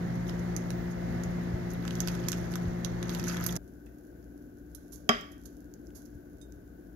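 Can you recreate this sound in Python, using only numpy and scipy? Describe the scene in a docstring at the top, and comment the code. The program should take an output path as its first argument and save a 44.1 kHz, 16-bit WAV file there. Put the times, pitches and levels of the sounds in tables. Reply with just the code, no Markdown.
"""A plastic bag crinkles over a humming appliance: buckling film snaps, chocolate chips tick and clatter.
After a hard cut the kitchen is quieter: juice films pop as wet fruit slides from a bowl, the bowl knocks
on a jar of oats in three quick contacts, and glass tinks. Noise bursts and grains make snaps and pops;
decaying sines make the ringing. A hand-held phone hears it close by: its left port is muffled and hears
most sounds slightly later, with room reflections around them."""
import sys
import numpy as np
from scipy import signal
from scipy.fft import rfft, irfft
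from scipy.io import wavfile
from scipy.ndimage import uniform_filter1d

SR = 44100
rng = np.random.default_rng(int(sys.argv[2]) if len(sys.argv) > 2 else 0)


def wav_record(signal):
    """Record a signal, one row per channel, as 16-bit PCM in the file named by sys.argv[1]."""
    frames = np.transpose(np.atleast_2d(signal))
    bounded = np.clip(frames, -1, 1)
    # unit amplitude maps onto the largest positive 16-bit level
    quanta = np.round(bounded * 32767).astype(np.int16)
    wavfile.write(sys.argv[1], SR, quanta)


N = 306495
TIME = np.arange(N) / SR
CUT_S = 3.573  # the bag scene gives way to the fruit scene
PORT_LAG_S = 0.00056  # the left port hears this much later

# the bowl chattering on the jar rim: (time [s], relative level [dB], decay constant of the contact [ms])
KNOCK_CONTACTS = [(5.0912, 0, .02), (5.09273, 6.2, .2), (5.09382, 8.7, .8)]


def undb(db):
    """Level to amplitude: 20 dB is a factor of ten."""
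    return 10 ** (np.asarray(db) / 20)


def unit(x):
    """Normalise the mean power: scale to rms 1."""
    return x / np.sqrt(np.mean(x ** 2))


def fade(t60, size=N):
    """Exponential decay, as of linear damping: 60 dB down after t60 [s]."""
    return np.exp(-np.log(1000) * TIME[:size] / t60)


def bell(s, half):
    """Gaussian swell around time s, down to 1/e at half [s] to either side."""
    return np.exp(-((TIME - s) / half) ** 2)


def add(track, s, sound):
    """Superposition: mix a sound into a track at time s."""
    i = max(int(s * SR), 0)
    track[i:i + len(sound)] += sound[:N - i]


def response(points, size=4096):
    """Minimum-phase impulse response of a (Hz, dB) spectrum, by folding its cepstrum to be causal."""
    hz, db = np.transpose(points)
    bins = np.maximum(np.fft.rfftfreq(size, 1 / SR), 1)
    level_db = np.interp(np.log(bins), np.log(hz), db)
    cepstrum = irfft(np.log(undb(level_db)))
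    cepstrum[1:size // 2] *= 2
    cepstrum[size // 2 + 1:] = 0
    return irfft(np.exp(rfft(cepstrum)))


def through(x, h):
    """Linear system: convolve a sound with an impulse response."""
    return signal.fftconvolve(x, h)[:N]


def colour(x, points):
    """Spectral shaping by a filter of unit energy, which keeps the power of white sound."""
    h = response(points)
    return through(x, h / np.linalg.norm(h))


def lowpass(x, hz):
    """One-pole low-pass: a gentle 6 dB per octave slope above hz."""
    return signal.sosfilt(signal.butter(1, min(hz, SR / 2 - 1), fs=SR, output="sos"), x)


def late(x, lag_s):
    """Propagation delay: a longer way through the air."""
    return np.interp(TIME - lag_s, TIME, x)


def walk(rate):
    """Slow random fluctuation of rms 1: noise drawn at rate [Hz] and smoothed twice."""
    k = int(SR / rate)
    steps = np.repeat(rng.standard_normal(N // k + 1), k)
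    smooth = uniform_filter1d(uniform_filter1d(steps, k), k)
    return unit(smooth[:N])


def grains(rate, spread_db):
    """Shot noise of rms 1: random clicks, rate per second, a few much larger than the rest."""
    sizes = undb(spread_db * np.minimum(rng.exponential(size=N), 4))
    happens = rng.random(N) < rate / SR
    return unit(happens * sizes * rng.choice([-1, 1], N))


def burst(t60, size=8192):
    """Damped noise: a dying puff that starts near rms 1, with its energy held fixed."""
    shape = fade(t60, size=size)
    puff = rng.standard_normal(size) * shape
    return puff * np.linalg.norm(shape) / np.linalg.norm(puff)


def ring(modes):
    """Modal superposition: one second of damped sines, neighbours starting in opposite senses."""
    total = 0
    for k, (hz, db, t60) in enumerate(modes):
        sine = np.sin(2 * np.pi * hz * TIME[:SR])
        total = total + (-1) ** k * undb(db) * fade(t60, size=SR) * sine
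    return total


def kitchen(x, early_db, room_db, lag_s):
    """Room reflections: direct sound, quick returns from counter and cupboards, and a diffuse tail."""
    # gain of the muffled left port: (frequency [Hz], gain [dB])
    left_port = [(60, 1), (400, 4), (530, 2), (720, 3.5), (1100, 0.5), (1500, 6), (1950, 5.5), (2400, -11),
                 (3200, -22), (4200, -29.5), (6500, -48), (10000, -33.5), (14000, -11)]

    def returns():
        """Early and late reverberation decay exponentially; the late tail loses its treble."""
        quick = burst(0.074, size=SR)
        slow = lowpass(burst(0.51, size=SR), 4574)
        h = np.zeros(N)
        add(h, 0.003, undb(early_db) * quick / np.linalg.norm(quick))
        add(h, 0.009, undb(room_db) * slow / np.linalg.norm(slow))
        return through(x, h[:SR])

    right, other = returns(), returns()
    # long waves reach both ports alike
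    left = other + lowpass(right - other, hz=600)
    return np.array([through(late(x + left, lag_s), response(left_port)), x + right])


def appliance(air, waver, left_db, axis):
    """Harmonic and broadband noise: mains hum and wavering motor tones over fan air, ports alike in the bass."""
    # hum and motor: (frequency [Hz], rms level before the cut [dB], after it [dB]), before trim and flutter
    partials = [(59.7, -51, -60.5), (120.1, -45, -66), (175.7, -37, -64.5), (241.9, -49, -66.5),
                (293.3, -61, -58), (350.7, -49, -68.5), (359.1, -57, -75.5), (529, -59, -87.5)]
    hum = 0
    for row in partials:
        phase = 2 * np.pi * (row[0] * TIME + rng.random()) + waver * walk(9.1)
        hum = hum + np.sqrt(2) * undb(row[axis] + 1.0 * walk(11)) * np.sin(phase)
    shared, own = rng.standard_normal((2, N))
    # coherence between the ports falls towards the treble
    likeness = 0.96 / (1 + (np.fft.rfftfreq(N, 1 / SR) / 1700) ** 2)
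    delayed = np.roll(shared, int(PORT_LAG_S * SR))
    left = irfft(likeness * rfft(delayed) + np.sqrt(1 - likeness ** 2) * rfft(own), N)
    air = np.array(air)
    noise = np.array([through(left, response(air[:, :2])), through(shared, response(air[:, ::2]))])
    noise = np.sqrt(SR / 2) * noise * undb(0.5 * walk(8))  # the root turns dB per Hz into amplitude
    return noise + np.array([undb(left_db) * late(hum, lag_s=0.00028), hum])


def bumps(thud_hz, thud_t60):
    """Structure-borne sound: fingers bumping the phone excite two low modes, alike at both ports."""
    # fingers on the phone: (time [s], level of the lower mode [dB])
    touches = [(1.533, -17), (2.648, -20), (2.67, -16), (3.899, -41), (6.146, -34)]
    out = np.zeros(N)
    for s, db in touches:
        add(out, s, undb(db) * ring([(thud_hz, 0, thud_t60), (125, -4, 0.06)]))
    return out


def tick(s, db, t60, top_hz):
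    """Low-passed impulse noise: one faint, dry, dull tick."""
    out = np.zeros(N)
    add(out, s, undb(db) * burst(t60))
    return lowpass(out, top_hz)


def whistle(s, half_s, db, top_hz, sag_hz_per_s):
    """Frequency modulation: a thin, very high tone glides up and down in pitch, swelling and fading."""
    hz = np.maximum(top_hz - sag_hz_per_s * abs(TIME - s), 0) * (1 + 0.005 * walk(90))
    return undb(db) * bell(s, half_s) * np.sin(2 * np.pi * np.cumsum(hz) / SR)


def tink(scuff_db, scuff_t60):
    """Modal excitation: glass touched lightly scuffs and rings only in its high modes."""
    # glass on glass: (frequency [Hz], level [dB], t60 [s])
    glass_modes = [(3700, -53.5, 0.14), (4970, -59, 0.11), (6250, -53.5, 0.12), (7620, -57, 0.16),
                   (10660, -53.5, 0.095)]
    touch_s = 6.414
    out = np.zeros(N)
    add(out, touch_s, ring(glass_modes))
    add(out, touch_s, undb(scuff_db) * burst(scuff_t60))
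    return out


def drip(s, hz, db, t60):
    """Band-limited impact noise: a drop of juice splats dully into the jar."""
    out = np.zeros(N)
    add(out, s, undb(db) * burst(t60))
    return colour(out, [(hz / 2, -20), (hz, 0), (hz * 2, -20)])


def beads(t60):
    """Sudden release of surface tension: crisp clicks of juice letting go of the bowl."""
    # single beads snapping: (time [s], level [dB])
    releases = [(4.228, -53), (4.959, -37), (5.211, -34), (5.739, -37), (5.870, -45), (6.061, -45),
                (6.523, -40)]
    # spectrum of a bead: (frequency [Hz], relative level [dB])
    bead_colour = [(2500, -29.5), (6400, 3), (8800, -16.5), (12000, -9)]
    out = np.zeros(N)
    for s, db in releases:
        add(out, s, undb(db) * burst(t60))
    return colour(out, bead_colour)


def fruit(squelch_db, juice_db, seep_db):
    """Film rupture as shot noise: juice tears in clusters of pops; sparse ones tick on, louder near a tear."""
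    # fruit peeling off the bowl and landing: (time [s], level before trim [dB], t60 [s])
    squelches = [(4.748, -33, 0.022), (4.918, -42, 0.16), (5.316, -49.5, 0.042), (5.454, -39.5, 0.041),
                 (5.946, -46.5, 0.19), (6.054, -48.5, 0.023)]
    # spectrum of wet pops: (frequency [Hz], relative level [dB])
    wet_colour = [(600, -15.5), (2500, -22), (4000, -7.5), (5200, -3), (6500, 5), (7600, -6), (8800, -12.5),
                  (10000, -1.5), (11700, 6), (13500, -5), (15500, -23.5)]
    tearing = np.zeros(N)
    for s, db, t60 in squelches:
        rise = np.minimum(TIME[:SR] / (0.07 * t60), 1)
        add(tearing, s, undb(db + squelch_db) * rise * fade(t60, size=SR))
    pops = tearing * grains(rate=14000, spread_db=1.0)
    around_tears = uniform_filter1d(tearing, int(0.38 * SR))  # average over 0.38 s
    seeping = undb(juice_db) + undb(seep_db) * around_tears
    return colour(pops + seeping * grains(rate=120, spread_db=5), wet_colour)


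def thud(db, t60, crowd_db, crowd_t60):
    """High modal density acts as noise: the filled jar is shaken against the counter, weak modes linger."""
    # dense, dull thud of the filled jar: (frequency [Hz], relative level [dB])
    thud_colour = [(40, -27.5), (140, -5), (230, -5), (310, -4), (420, 0), (520, -10), (680, 0.5),
                   (930, -10.5), (1150, 2.5), (1400, 0.5), (2100, -10.5), (2900, -13.5), (4200, -36.5)]
    # the many weak, crowded modes of bowl and jars: (frequency [Hz], relative level [dB])
    crowd_colour = [(300, -17.5), (620, -5), (900, -18), (1200, -1.5), (1600, -4.5), (2200, 0.5),
                    (2900, -4.5), (3200, 1), (3500, -4.5), (4300, -17.5), (5030, -3), (5500, -12.5),
                    (8000, -30)]
    hit_s = KNOCK_CONTACTS[1][0]
    out, crowd = np.zeros(N), np.zeros(N)
    add(out, hit_s, undb(db) * burst(t60))
    add(crowd, hit_s, undb(crowd_db) * burst(crowd_t60, size=SR))
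    return colour(out, thud_colour) + colour(crowd, crowd_colour)


def knock(ring_db, crack_db, crack_t60):
    """Impact excitation of modes: three quick contacts of bowl and jar; a longer contact is duller."""
    # bowl, jar and counter ringing together: (frequency [Hz], relative level [dB], t60 [s])
    knock_modes = [(231.8, -21.5, 0.12), (425, -21, .11), (636.5, -32, 0.11), (745, -14, 0.0099),
                   (1146, -26, .13), (1244, -33, .1), (2238, -14, 0.043), (3150, -27, 0.21),
                   (3207, -9.5, .032), (5050, -13.5, 0.027), (5000, -37.5, .25), (5903, -13.5, 0.016),
                   (6534, -14.5, 0.01), (7640, -25, 0.017)]
    # spectrum of the crack: (frequency [Hz], relative level [dB])
    crack_colour = [(800, -4.5), (1500, 1.5), (2300, 6), (4200, -13.5), (6200, -2), (7500, -12.5),
                    (8800, -40.5), (11500, -7.5), (15000, -36)]
    force, crack = np.zeros(N), np.zeros(N)
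    for s, db, contact_ms in KNOCK_CONTACTS:
        push = np.exp(-TIME[:SR] / (contact_ms / 1000))
        add(force, s, undb(db) * push / push.sum())
    add(crack, KNOCK_CONTACTS[0][0], undb(crack_db) * burst(crack_t60))
    # the blow comes back off the cupboards
    force = force + undb(-20) * late(force, 0.0172)
    return undb(ring_db) * through(force, ring(knock_modes)) + colour(crack, crack_colour)


def effort():
    """Driving force as a gain: a steady hold plus one Gaussian swell for each move of the hand."""
    # gripping, tipping and shaking the bag: (middle [s], swell [dB], half width at 1/e [s])
    moves = [(.28, -48.5, 0.046), (1.72, -44, 0.02), (1.862, -46, 0.027), (1.987, -50, 0.043),
             (2.26, -50.5, 0.3), (3.144, -44, 0.078), (3.296, -38.5, 0.045), (3.445, -42, 0.086)]
    held_db = -64
    return undb(held_db) + sum(undb(db) * bell(s, half) for s, db, half in moves)


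def landing(db, t60, count=36):
    """Many small impacts: a handful of chips drops into the jar in a short, dull clatter of damped modes."""
    middle_s, spread_s = 3.37, 0.055
    out = np.zeros(N)
    for when, pitch, size in rng.standard_normal((count, 3)):
        hz = np.interp(pitch, [-2, 2], (1060, 2200))
        add(out, middle_s + spread_s * when, ring([(hz, db + 3 * size, t60)]))
    return out


def chips(level_db, peak_s, count=2000):
    """Random collisions: chips tick on each other and the jar at their own pitch, scaled by the shaking."""
    out, shake = np.zeros(N), effort()
    t = TIME[:600]
    swell = t / peak_s
    for when, pitch, size in rng.random((count, 3)):
        s = np.interp(when, [0, 1], (1.8, CUT_S))
        hz = 950 * 7 ** pitch
        db = level_db + 14 * size ** 4
        tone = swell * np.exp(1 - swell) * np.sin(2 * np.pi * hz * t)
        add(out, s, shake[int(s * SR)] * undb(db) * tone)
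    return out


def crease(pitch, t60):
    """Snap-through of a small facet of film: a brief damped mode, pitch 0 to 1 spanning the range."""
    low_hz, high_hz = 3030, 14100
    hz = low_hz * (high_hz / low_hz) ** pitch
    return ring([(hz, 0, t60)])


def bag(snap_db, flex_db, rustle_db, sizzle_db, taut_db, snap_t60, flex_t60, crease_t60,
        buckle_db, buckle_flex_db):
    """Buckling instability: creases of film give way in sharp snaps among many tiny ones."""
    # loudest creases: (time [s], snap before trim [dB], flex of the film before trim [dB])
    loud_creases = [(0.2948, -50, -36.5), (0.5644, -21, -56), (0.7048, -30, -39.5), (1.2358, -31.5, -58),
                    (1.852, -40, -42), (1.879, -33, -37.5), (1.908, -37, -39), (1.9536, -30.5, -46),
                    (2.004, -17, -36.5), (2.0743, -19.5, -38), (2.084, -26.5, -32), (2.1512, -34, -41.5),
                    (2.2851, -14, -35.5), (2.3181, -18, -32.5), (2.33, -48, -30), (2.5383, -37, -39.5),
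                    (2.556, -24, -36.5), (2.8474, -22, -33), (3.0282, -30.5, -36), (3.0944, -30, -36.5),
                    (3.149, -32.5, -34), (3.1969, -28.5, -37), (3.2405, -29, -44), (3.344, -34, -48),
                    (3.3697, -31, -38.5), (3.409, -35, -51), (3.44, -30, -59), (3.464, -17, -45),
                    (3.4678, -23, -57), (3.487, -30, -50), (3.525, -25, -55), (3.5555, -26, -53),
                    (3.564, -19.5, -62)]
    # spectra of snap, flexing film and taut film: (frequency [Hz], relative level [dB])
    snap_colour = [(1000, -13.5), (3500, -15), (5200, -3), (6500, 5.5), (7600, -11), (8800, -17.5),
                   (10000, -6.5), (11800, -2), (13500, -14.5), (15500, -20)]
    flex_colour = [(400, -11), (900, -3.5), (1500, -0.5), (2300, -4), (3300, 4), (4500, 1), (7000, -3.5),
                   (14000, -26)]
    sizzle_colour = [(5000, -40), (9000, 1), (11500, 12), (13300, 12.5), (15500, -10)]
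    snaps, flexes = np.zeros(N), np.zeros(N)
    for s, high_db, low_db in loud_creases:
        add(snaps, s, undb(high_db + snap_db) * burst(snap_t60))
        add(flexes, s, undb(low_db + flex_db) * burst(flex_t60))
    pull = effort()
    pull_db = 20 * np.log10(pull)
    # 170 lesser creases over a range of 15.5 dB give way at random, scaled by the pull
    buckles = np.zeros(N)
    for when, size, pitch in rng.random((170, 3)):
        s = when * CUT_S
        add(buckles, s, pull[int(s * SR)] * undb(15.5 * size ** 2) * crease(pitch, crease_t60))
    flexes = flexes + undb(buckle_flex_db) * buckles
    rustle = undb(pull_db + rustle_db + 5.7 * walk(60)) * grains(rate=1400, spread_db=3.0)
    creases = undb(buckle_db) * buckles + rustle
    # the harder the film is pulled, the brighter it crackles and snaps
    sizzle = undb(sizzle_db + 1.8 * (pull_db + 37.5) + 6.1 * walk(65)) * grains(rate=4300, spread_db=0.5)
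    sizzle = sizzle + undb(2 * (pull_db - taut_db)) * snaps
    sharp = colour(snaps + creases, snap_colour)
    return sharp + colour(flexes, flex_colour) + colour(sizzle, sizzle_colour)


def scene():
    """Superposition of sources: the bag by the loud appliance, then a hard cut to the quieter kitchen."""
    # fan air and room noise by the loud appliance: (frequency [Hz], left [dB per Hz], right [dB per Hz])
    near_air = [(33.9, -93, -57), (64.6, -56.5, -79.5), (131, -69, -58), (330, -68, -71), (573, -73, -77),
                (687, -67.5, -76), (1072, -84.5, -80.5), (2067, -81, -81.5), (2327, -88, -91.5),
                (3080, -110, -92), (6760, -124, -95), (8200, -130, -109), (11530, -116, -101),
                (14800, -109, -106)]
    # the same in the quieter kitchen: (frequency [Hz], left [dB per Hz], right [dB per Hz])
    far_air = [(36, -77, -76.5), (59.24, -67, -74.5), (127, -85, -84), (294, -72, -76), (570, -88, -91.5),
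               (693, -86.5, -103), (1010, -105, -103), (1360, -101, -104), (1508, -87.5, -100),
               (1840, -106, -111), (3180, -116, -117), (6770, -125, -110), (8500, -129, -122),
               (11400, -118, -106.5), (14800, -110, -113)]
    crinkle = bag(snap_db=-2.4, flex_db=7.5, rustle_db=-7.5, sizzle_db=-54.0, taut_db=-43.5,
                  snap_t60=0.013, flex_t60=0.0086, crease_t60=0.006, buckle_db=-3, buckle_flex_db=-4)
    crinkle = crinkle + chips(level_db=-6, peak_s=0.0025 / 8) + landing(db=-35, t60=0.0049)
    crinkle = crinkle + whistle(s=0.78, half_s=0.12, db=-61, top_hz=15700, sag_hz_per_s=12500)
    first = kitchen(crinkle, early_db=-9.0, room_db=-17.0, lag_s=PORT_LAG_S)
    first = first + appliance(air=near_air, waver=0.05, left_db=2.1, axis=1)

    wet = fruit(squelch_db=2.5, juice_db=-75.5, seep_db=-10.5)
    wet = wet + drip(s=3.865, hz=2480, db=-51, t60=0.023)
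    second = kitchen(wet, early_db=-6, room_db=-10, lag_s=PORT_LAG_S)
    second = second + tick(s=5.905, db=-39, t60=0.0034, top_hz=1490)
    crisp = beads(t60=0.0044) + tink(scuff_db=-59, scuff_t60=0.04)
    second = second + kitchen(crisp, early_db=-11.5, room_db=-14.5, lag_s=PORT_LAG_S)
    blow = knock(ring_db=-1.5, crack_db=-14, crack_t60=0.022)
    blow = blow + thud(db=-26, t60=0.15, crowd_db=-30.5, crowd_t60=0.39)
    second = second + kitchen(blow, early_db=-17, room_db=-19, lag_s=0.00011)
    second = second + appliance(air=far_air, waver=0.85, left_db=2.5, axis=2)
    return np.where(TIME < CUT_S, first, second) + bumps(thud_hz=68.6, thud_t60=0.032)


def record(dry):
    """Band limiting: the phone drops the deepest rumble and cuts the top steeply."""
    dry = signal.sosfilt(signal.butter(6, 36, "high", fs=SR, output="sos"), dry)
    return signal.sosfilt(signal.ellip(8, 0.2, 70, 15550, fs=SR, output="sos"), dry)


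dry = scene()
out = record(dry)
wav_record(out)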